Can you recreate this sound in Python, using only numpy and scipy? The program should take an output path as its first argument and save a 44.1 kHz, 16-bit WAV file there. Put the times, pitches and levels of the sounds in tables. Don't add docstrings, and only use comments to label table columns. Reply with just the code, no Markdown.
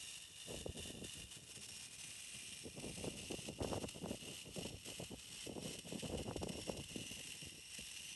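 import sys
import numpy as np
from scipy import signal
from scipy.fft import rfft, irfft, next_fast_len
from scipy.io import wavfile
from scipy.ndimage import uniform_filter1d

SR = 44100
rng = np.random.default_rng(int(sys.argv[2]) if len(sys.argv) > 2 else 0)


def wav_out(sig):
    wavfile.write(sys.argv[1], SR, np.round(np.clip(np.atleast_2d(sig).T, -1, 1) * 32767).astype(np.int16))


N = 359415
TIME = np.arange(N) / SR
BINS_HZ = np.fft.rfftfreq(4096, 1 / SR)

# frequency_hz, density_db
AIR_SPECTRUM = [(20, -49), (70, 8), (200, -9.5), (450, -1.5), (800, -7), (1300, -9), (3000, -57),
                (12000, -8)]
# frequency_hz, density_db
RUMBLE_SPECTRUM = [(20, -51), (30, -17), (45, -7), (70, -1.5), (110, -4), (180, -13.5), (400, -40),
                   (1000, -84)]
# frequency_hz, density_db
LULL_SPECTRUM = [(30, -44), (80, 1.5), (170, 2.5), (270, -3), (480, -8.5), (800, -23.5), (1500, -69),
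                 (4000, -79)]
GUST_SPECTRUM = [(30, -23), (80, -12.5), (170, 2.5), (350, -4.5), (500, -2.5), (850, -16.5), (1300, -31.5),
                 (2000, -53), (4000, -45)]
SQUALL_SPECTRUM = [(30, -40), (80, 8.5), (170, 3.5), (350, 0.5), (500, 2), (850, -10.5), (1300, -16),
                   (2000, -21.5), (4000, -50)]
# time_s, level_db
BREEZE_LEVELS = [(0, -71.5), (.42, -78.5), (.55, -66), (1.05, -75), (1.8, -68), (2.2, -74.5), (2.55, -71),
                 (2.9, -62), (3.7, -61.5), (4.4, -71), (5.3, -73), (6.1, -66), (6.7, -63), (6.9, -73),
                 (7.7, -77.5), (8.15, -72.5)]
# middle_s, length_s, level_db, thud_db
WIND_PUFFS = [(0.309, 0.026, -65, -77), (0.516, 0.088, -48.5, -58), (0.585, 0.14, -55, -58),
              (0.665, 0.03, -51, -54), (0.699, 0.048, -54.0, -71), (0.781, 0.056, -48.5, -53),
              (0.881, 0.11, -54.5, -60), (0.971, 0.079, -52.5, -61), (1.036, 0.064, -53.5, -58.5),
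              (1.197, 0.1, -56.5, -58), (1.382, 0.04, -58.5, -72), (1.432, 0.026, -59, -77),
              (1.49, 0.038, -62, -78), (1.588, 0.07, -60.5, -71), (1.714, 0.064, -71, -73),
              (2.07, 0.086, -65, -78), (2.353, 0.033, -60, -69), (2.428, 0.022, -61.5, -80),
              (2.507, 0.077, -64.5, -78), (2.665, 0.046, -51, -57), (2.779, 0.035, -47.5, -65),
              (2.863, 0.12, -50, -54.5), (2.996, 0.056, -51, -53), (3.065, 0.071, -46.0, -62),
              (3.183, 0.19, -55.5, -56), (3.326, 0.045, -44.5, -58), (3.398, 0.03, -54.5, -63),
              (3.495, 0.067, -51, -51.5), (3.63, 0.083, -43, -51), (3.737, 0.12, -42.5, -54),
              (3.837, 0.042, -42.5, -55), (3.969, 0.041, -48.5, -68), (4.047, 0.065, -46.0, -64),
              (4.116, 0.069, -45.5, -60), (4.286, 0.15, -52.5, -76), (4.483, 0.088, -55, -59),
              (4.597, 0.071, -48, -52), (4.659, 0.03, -46.5, -64), (4.716, 0.12, -54, -55.5),
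              (4.895, 0.078, -51.5, -68), (5.014, 0.063, -49, -61), (5.129, 0.046, -47.5, -57),
              (5.325, 0.12, -61.5, -67.5), (5.5, 0.099, -51, -65), (5.58, 0.055, -48.5, -67),
              (5.655, 0.089, -48.0, -67), (5.691, 0.045, -56.0, -64), (5.749, 0.11, -53, -66),
              (5.869, 0.043, -49.5, -72), (5.947, 0.092, -48.5, -66), (6.05, 0.047, -43.5, -68),
              (6.138, 0.11, -45.5, -48.5), (6.205, 0.042, -47, -72), (6.294, 0.092, -45.5, -63),
              (6.367, 0.031, -47, -45), (6.433, 0.037, -44, -51), (6.51, 0.1, -49.5, -62),
              (6.584, 0.081, -50, -56), (6.694, 0.065, -46.5, -57), (6.773, 0.1, -49.5, -53),
              (6.916, 0.04, -53.5, -57), (6.982, 0.077, -53, -62), (7.03, 0.099, -57, -79),
              (7.12, 0.046, -53.5, -65), (7.193, 0.06, -54.5, -69), (7.28, 0.069, -60, -74),
              (7.35, 0.036, -57, -72), (7.448, 0.076, -56.5, -61.5), (7.56, 0.091, -60.5, -70),
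              (7.799, 0.026, -54, -55), (8.035, 0.097, -68, -76)]
# middle_s, level_db, pitch_hz
EDDY_STRIKES = [(0.545, -38, 537), (0.664, -34.5, 490), (0.905, -40, 370), (1.025, -37, 317),
                (1.05, -40.5, 337), (2.665, -38, 304), (2.845, -36, 415), (3.045, -33.5, 534),
                (3.081, -35, 533), (3.311, -34.5, 383), (3.343, -32, 388), (3.49, -36, 433),
                (3.607, -30.5, 452), (3.632, -33, 456), (3.648, -28, 540), (3.733, -27, 617),
                (3.744, -31, 616), (3.774, -32, 457), (3.843, -34, 570), (4.061, -33, 664),
                (4.109, -40, 370), (4.564, -38.5, 380), (4.594, -42, 490), (5.497, -35, 395),
                (5.564, -40.5, 453), (5.582, -36, 510), (5.925, -36.5, 490), (6.047, -35, 338),
                (6.139, -31, 386), (6.218, -36.5, 396.6), (6.281, -37, 484), (6.312, -32.5, 800),
                (6.362, -33.5, 476), (6.433, -28.5, 517), (6.473, -34, 470), (6.59, -38, 494),
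                (6.698, -28.5, 540), (6.8, -35, 423), (6.962, -32.5, 310)]
# start_s, length_s, start_db, end_db
TIP_CUTS = [(-0.008, 0.21, -53.5, -55.5), (0.195, 0.076, -63.5, -57), (0.354, 0.28, -58.5, -54),
            (0.764, 0.17, -55.5, -55.5), (1.032, 0.22, -54, -57), (1.306, 0.082, -56, -55),
            (1.48, 0.062, -57.5, -52), (1.545, 0.041, -55, -49), (1.606, 0.065, -51.5, -55.4),
            (1.687, 0.11, -58, -52), (1.785, 0.1, -55.5, -53.5), (1.902, 0.073, -60, -53),
            (1.978, 0.387, -54.5, -58), (2.339, 0.32, -56, -59.6), (2.807, 0.35, -58.5, -56.5),
            (3.153, 0.35, -56.0, -55), (3.617, 0.18, -54, -57.5), (3.8, 0.048, -56.5, -54.5),
            (3.864, 0.14, -60, -61), (4.07, 0.13, -56.5, -57.5), (4.2, 0.24, -57.5, -54),
            (4.529, 0.184, -56.1, -55.0), (4.845, 0.28, -51.5, -61.5), (5.18, 0.31, -61.6, -52),
            (5.618, 0.16, -55.0, -52), (5.866, 0.17, -55, -62.5), (5.979, 0.18, -55.0, -62.5),
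            (6.173, 0.087, -53, -70), (6.51, 0.234, -60, -56), (6.793, 0.073, -56, -68),
            (6.877, 0.32, -58.5, -57), (7.2, 0.33, -56, -60), (7.702, 0.45, -58.5, -57)]
# peak_s, level_db
TIP_DIGS = [(0.776, -60), (1.138, -52.5), (1.319, -56), (1.69, -50.5), (2.014, -54), (2.042, -54),
            (2.799, -54), (2.848, -60), (3.316, -51), (3.485, -51), (3.769, -60), (3.827, -57),
            (3.89, -48.5), (4.545, -58), (4.563, -52), (4.987, -54), (5.041, -52.5), (5.198, -58),
            (5.743, -58), (5.791, -51), (6.0, -55), (6.178, -53.5), (6.369, -52), (6.432, -50),
            (6.492, -49.5), (6.573, -58), (6.616, -53), (6.668, -59), (6.774, -53), (6.962, -57),
            (7.195, -52.5), (7.784, -53.5), (7.972, -55.5)]
# frequency_hz, density_db
CRUNCH_SPECTRUM = [(200, -20.5), (800, -5), (1500.0, -5.5), (2000.0, -7), (2700.0, -3), (3800.0, 2.5),
                   (4600.0, 1), (5600.0, 1.5), (7200.0, 4), (8600.0, 3), (9600.0, -1.5), (10400.0, -1.5),
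                   (11700.0, -3)]
# time_s, rail_place (above 2 acts as 2), ring_db
CARRIAGE_PATH = [(0, 0.26, 1), (.9, 0, 1.5), (1.3, 0.31, 0.5), (1.65, 0.67, -0.5), (1.95, 0.96, 0.5),
                 (2.4, 1.35, 3.5), (3.0, 1.3, 3.5), (3.2, 1.9, 1.5), (3.65, 2, 1), (5.0, 2.77, 1),
                 (6.8, 2.8, 2), (7.05, 1.85, 3), (7.3, 1.66, 2.5), (8.15, 1.68, 3)]
# pitch_hz, width_hz, place_0_db, place_1_db, place_2_db
HEAD_MODES = [(1820, 180, 3, -4, -18), (2030, 300, -18, 2, 2), (2450, 160, 6, 9, 0), (2610, 190, -18, 1, 8),
              (2795, 160, 15, 12, 17), (2900, 140, 13, -8, 14), (3030, 150, 11, -6, 11),
              (3170, 260, -18, 9, 5), (3550, 170, 13, 0, 7), (3750, 260, 3, 3, -16), (4110, 340, -4, 1, 3),
              (4980, 340, 2, 1, 1), (5390, 130, 1, -3, 5), (5640, 240, 8, 4, 4), (6170, 360, 0, 4, 4),
              (6690, 380, 3, -3, 0), (7930, 380, 3, 6, 6), (8460, 380, 2, 5, 5), (8970, 260, 11, 10, 5),
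              (9360, 380, 2, 2, -3), (9720, 380, 2, 2, 2), (10200, 260, 2, -4, -4), (10700, 150, 4, 0, 0),
              (11000, 130, -2, 0, 0), (11420, 220, 3, 3, 3)]
# pitch_hz, width_hz
STYLUS_MODES = [(5520, 170), (6050, 170)]
# time_s, lower_mode_db, upper_mode_db
STYLUS_STROKES = [(0, 6, -10), (1.2, -5, -18), (1.7, 13, -20), (2.05, 3, 9), (2.3, 0, -13),
                  (2.65, 10.5, -19), (3.3, -2, -8), (3.75, 13, -8), (4.25, -12, -4), (4.7, 12, -8),
                  (5.05, 1, -10), (5.5, 9, -8), (6.1, 7, -10), (6.65, 15.5, -5), (7.05, 3.5, 12),
                  (7.6, 13.5, -12), (8.15, 7, 14)]


def gain_of(db):
    return 10 ** (np.asarray(db) / 20)


def unit_rms(x):
    return x / np.sqrt(np.mean(x ** 2) + 1e-20)


def curves(rows):
    times, *columns = np.transpose(rows)
    return [np.interp(TIME, times, column) for column in columns]


def around(time_s, reach_s):
    return slice(max(round((time_s - reach_s) * SR), 0), round((time_s + reach_s) * SR))


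def poisson_times(per_s):
    return TIME[rng.random(N) < per_s / SR]


def wander(slow_hz, fast_hz):
    hz = np.fft.rfftfreq(N, 1 / SR)
    band = hz ** 2 / (hz ** 2 + slow_hz ** 2) / np.sqrt(1 + (hz / fast_hz) ** 4)
    return unit_rms(irfft(rfft(rng.standard_normal(N)) * band, N))


def response(spectrum):
    hz, db = np.transpose(spectrum)
    return gain_of(np.interp(np.log(BINS_HZ + 1), np.log(hz), db))


def resonance(pitch_hz, width_hz):
    return 1 / (1 + 2 * ((BINS_HZ - pitch_hz) / width_hz) ** 2)


def colour(x, gain):
    log_gain = np.log(np.maximum(gain, 1e-5))
    mirrored = np.concatenate([log_gain, log_gain[-2:0:-1]])
    taps = np.fft.ifft(np.exp(signal.hilbert(mirrored).conj())).real
    return signal.oaconvolve(x, taps)[:N]


def open_air(level_db=-70):
    return gain_of(level_db) * unit_rms(colour(rng.standard_normal(N), response(AIR_SPECTRUM)))


def turbulence(drive, spectrum, compression):
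    swings = signal.hilbert(colour(drive, response(spectrum)), next_fast_len(N))[:N]
    envelope = np.sqrt(abs(uniform_filter1d(abs(swings) ** 2, size=700)) + 1e-12)
    return unit_rms(swings.real / envelope ** compression)


def rumble(trim_db=-0.6, calm_db=-75, lag_s=0.023, spread_s=0.0059, lumps_db=4):
    power = np.full(N, gain_of(calm_db) ** 2)
    for middle_s, length_s, _, thud_db in WIND_PUFFS:
        near = around(middle_s + lag_s, length_s + .05)
        swell = np.exp(-((TIME[near] - middle_s - lag_s) / (length_s / 2 + spread_s)) ** 2)
        power[near] += (gain_of(thud_db + trim_db) * swell) ** 2
    lumps = unit_rms(gain_of(lumps_db * wander(13, 26)))
    return np.sqrt(power) * lumps * turbulence(rng.standard_normal(N), RUMBLE_SPECTRUM, compression=0.28)


def wind_strength(trim_db=-1.17, abruptness=3.7):
    breeze_db, = curves(BREEZE_LEVELS)
    power = gain_of(breeze_db) ** 2
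    for middle_s, length_s, level_db, _ in WIND_PUFFS:
        near = around(middle_s, length_s)
        swell = np.exp(-abs(2 * (TIME[near] - middle_s) / length_s) ** abruptness)
        power[near] += (gain_of(level_db + trim_db) * swell) ** 2
    return 10 * np.log10(power)


def wind(strength_db, lull_db=-66, gust_db=-50, squall_db=-40, trim_db=-0.5):
    eddies = rng.standard_normal(N)
    roar = np.zeros(N)
    for spectrum, weights in zip([LULL_SPECTRUM, GUST_SPECTRUM, SQUALL_SPECTRUM], np.eye(3)):
        share = np.interp(strength_db, [lull_db, gust_db, squall_db], weights)
        roar += share * turbulence(eddies, spectrum, compression=0.37)
    depth_db = np.interp(strength_db, [lull_db, gust_db], [3.5, 4.0])
    flutter_db = depth_db * np.clip(wander(16, 42), -2, 2)
    return gain_of(strength_db + trim_db + flutter_db) * roar


def buffets(strength_db, eddies_per_s=7.3, eddy_hz=450, width_cycles=0.81, fall=0.54, trim_db=-3.5):
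    pitches_hz = eddy_hz * np.exp(0.33 * rng.standard_normal(N))
    phases = rng.random(N)
    moments = (poisson_times(eddies_per_s) * SR).astype(int)
    lesser = [(TIME[i], strength_db[i] + 4, pitches_hz[i]) for i in moments if strength_db[i] > -60]
    thumps = np.zeros(N)
    for (middle_s, level_db, pitch_hz), phase in zip(EDDY_STRIKES + lesser, phases):
        near = around(middle_s, .02)
        cycles = np.log(np.maximum(1 + fall * pitch_hz * (TIME[near] - middle_s), 1e-6)) / fall
        envelope = gain_of(level_db + trim_db) * np.exp(-.5 * (cycles / width_cycles) ** 2)
        thumps[near] += envelope * np.cos(2 * np.pi * (cycles + phase))
    return thumps


def tip_force(skim_db=-62.5, cut_trim_db=-1.62, land_s=.008, lift_s=0.024, flutter_db=1.42,
              random_digs_per_s=7, random_dig_db=-56, dig_rise_s=0.0028, dig_fall_s=0.0038):
    power = np.full(N, gain_of(skim_db) ** 2)
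    contact = np.zeros(N)
    for start_s, length_s, start_db, end_db in TIP_CUTS:
        near = around(start_s + length_s / 2, length_s / 2)
        t, end_s = TIME[near], start_s + length_s
        down = np.clip(np.minimum((t - start_s) / land_s, (end_s - t) / lift_s), 0, 1)
        cut_db = np.interp(t, [start_s, end_s], [start_db, end_db]) + cut_trim_db
        power[near] += (gain_of(cut_db) * down) ** 2
        contact[near] += down
    power *= unit_rms(gain_of(flutter_db * wander(15, 100))) ** 2
    random_digs = [(s, random_dig_db) for s in poisson_times(random_digs_per_s) if contact[int(s * SR)] > .5]
    for peak_s, level_db in TIP_DIGS + random_digs:
        near = around(peak_s, .02)
        since_s = TIME[near] - peak_s
        half_power_s = np.where(since_s < 0, dig_rise_s, dig_fall_s)
        power[near] += gain_of(level_db) ** 2 * .5 ** ((since_s / half_power_s) ** 2)
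    return np.sqrt(power)


def hammering(blows_per_s=620, unevenness=.25, spread_db=2, crumble_s=0.00047, scrape=0.7):
    blow_count = np.cumsum(blows_per_s * np.exp(unevenness * wander(5.8, 300))) / SR
    onsets = np.diff(np.floor(blow_count), prepend=0)
    energies = onsets * gain_of(spread_db * rng.standard_normal(N)) ** 2
    power = signal.lfilter([1], [1, -np.exp(-1 / (crumble_s * SR))], energies)
    return unit_rms(np.sqrt(power / power.mean() + scrape ** 2) * rng.standard_normal(N))


def frame_ring(machine, t60_s=0.04, gain_db=-13, tail_count=8):
    t = np.arange(SR // 20) / SR
    tails = rng.standard_normal((tail_count, len(t))) * gain_of(-60 * t / t60_s)
    place = np.linspace(0, tail_count - 1, N)
    ring = np.zeros(N)
    for k, tail in enumerate(tails):
        share = np.sqrt(np.maximum(1 - abs(place - k), 0))
        ring += signal.oaconvolve(machine * share, tail / np.linalg.norm(tail))[:N]
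    return gain_of(gain_db) * ring


def granite_crunch(force, gain_db=-0.46):
    return gain_of(gain_db) * force * colour(hammering(), response(CRUNCH_SPECTRUM))


def head_ring(force, gain_db=-0.4):
    place, ring_db = curves(CARRIAGE_PATH)
    drive = hammering() * force * gain_of(ring_db)
    ring = np.zeros(N)
    for k in range(3):
        power = sum((gain_of(db[k]) * resonance(hz, width)) ** 2 for hz, width, *db in HEAD_MODES)
        nearness = np.maximum(1 - abs(np.clip(place, 0, 2) - k), 0)
        ring += nearness * colour(drive, np.sqrt(power))
    return gain_of(gain_db) * ring


def stylus_ring(force, gain_db=3.5):
    drive = hammering() * force
    ring = np.zeros(N)
    for mode, level_db in zip(STYLUS_MODES, curves(STYLUS_STROKES)):
        ring += gain_of(level_db) * colour(drive, resonance(*mode))
    return gain_of(gain_db) * ring


def engraver(full_bite_db=-55, crunch_growth=1.04, ring_growth=0.94):
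    force = tip_force() / gain_of(full_bite_db)
    crunch = granite_crunch(force ** crunch_growth)
    ring_force = force ** ring_growth
    return gain_of(full_bite_db) * (crunch + head_ring(ring_force) + stylus_ring(ring_force))


def scene():
    machine = engraver()
    strength_db = wind_strength()
    mix = machine + frame_ring(machine) + wind(strength_db) + rumble() + buffets(strength_db) + open_air()
    return mix[None]


def record(dry, bass_cut_hz=40, band_limit_hz=11760):
    highpass = signal.butter(4, bass_cut_hz, "highpass", fs=SR, output="sos")
    lowpass = signal.firwin(511, band_limit_hz, window=("kaiser", 9), fs=SR)
    return signal.oaconvolve(signal.sosfilt(highpass, dry), lowpass[None], "same")


dry = scene()
out = record(dry)
wav_out(out)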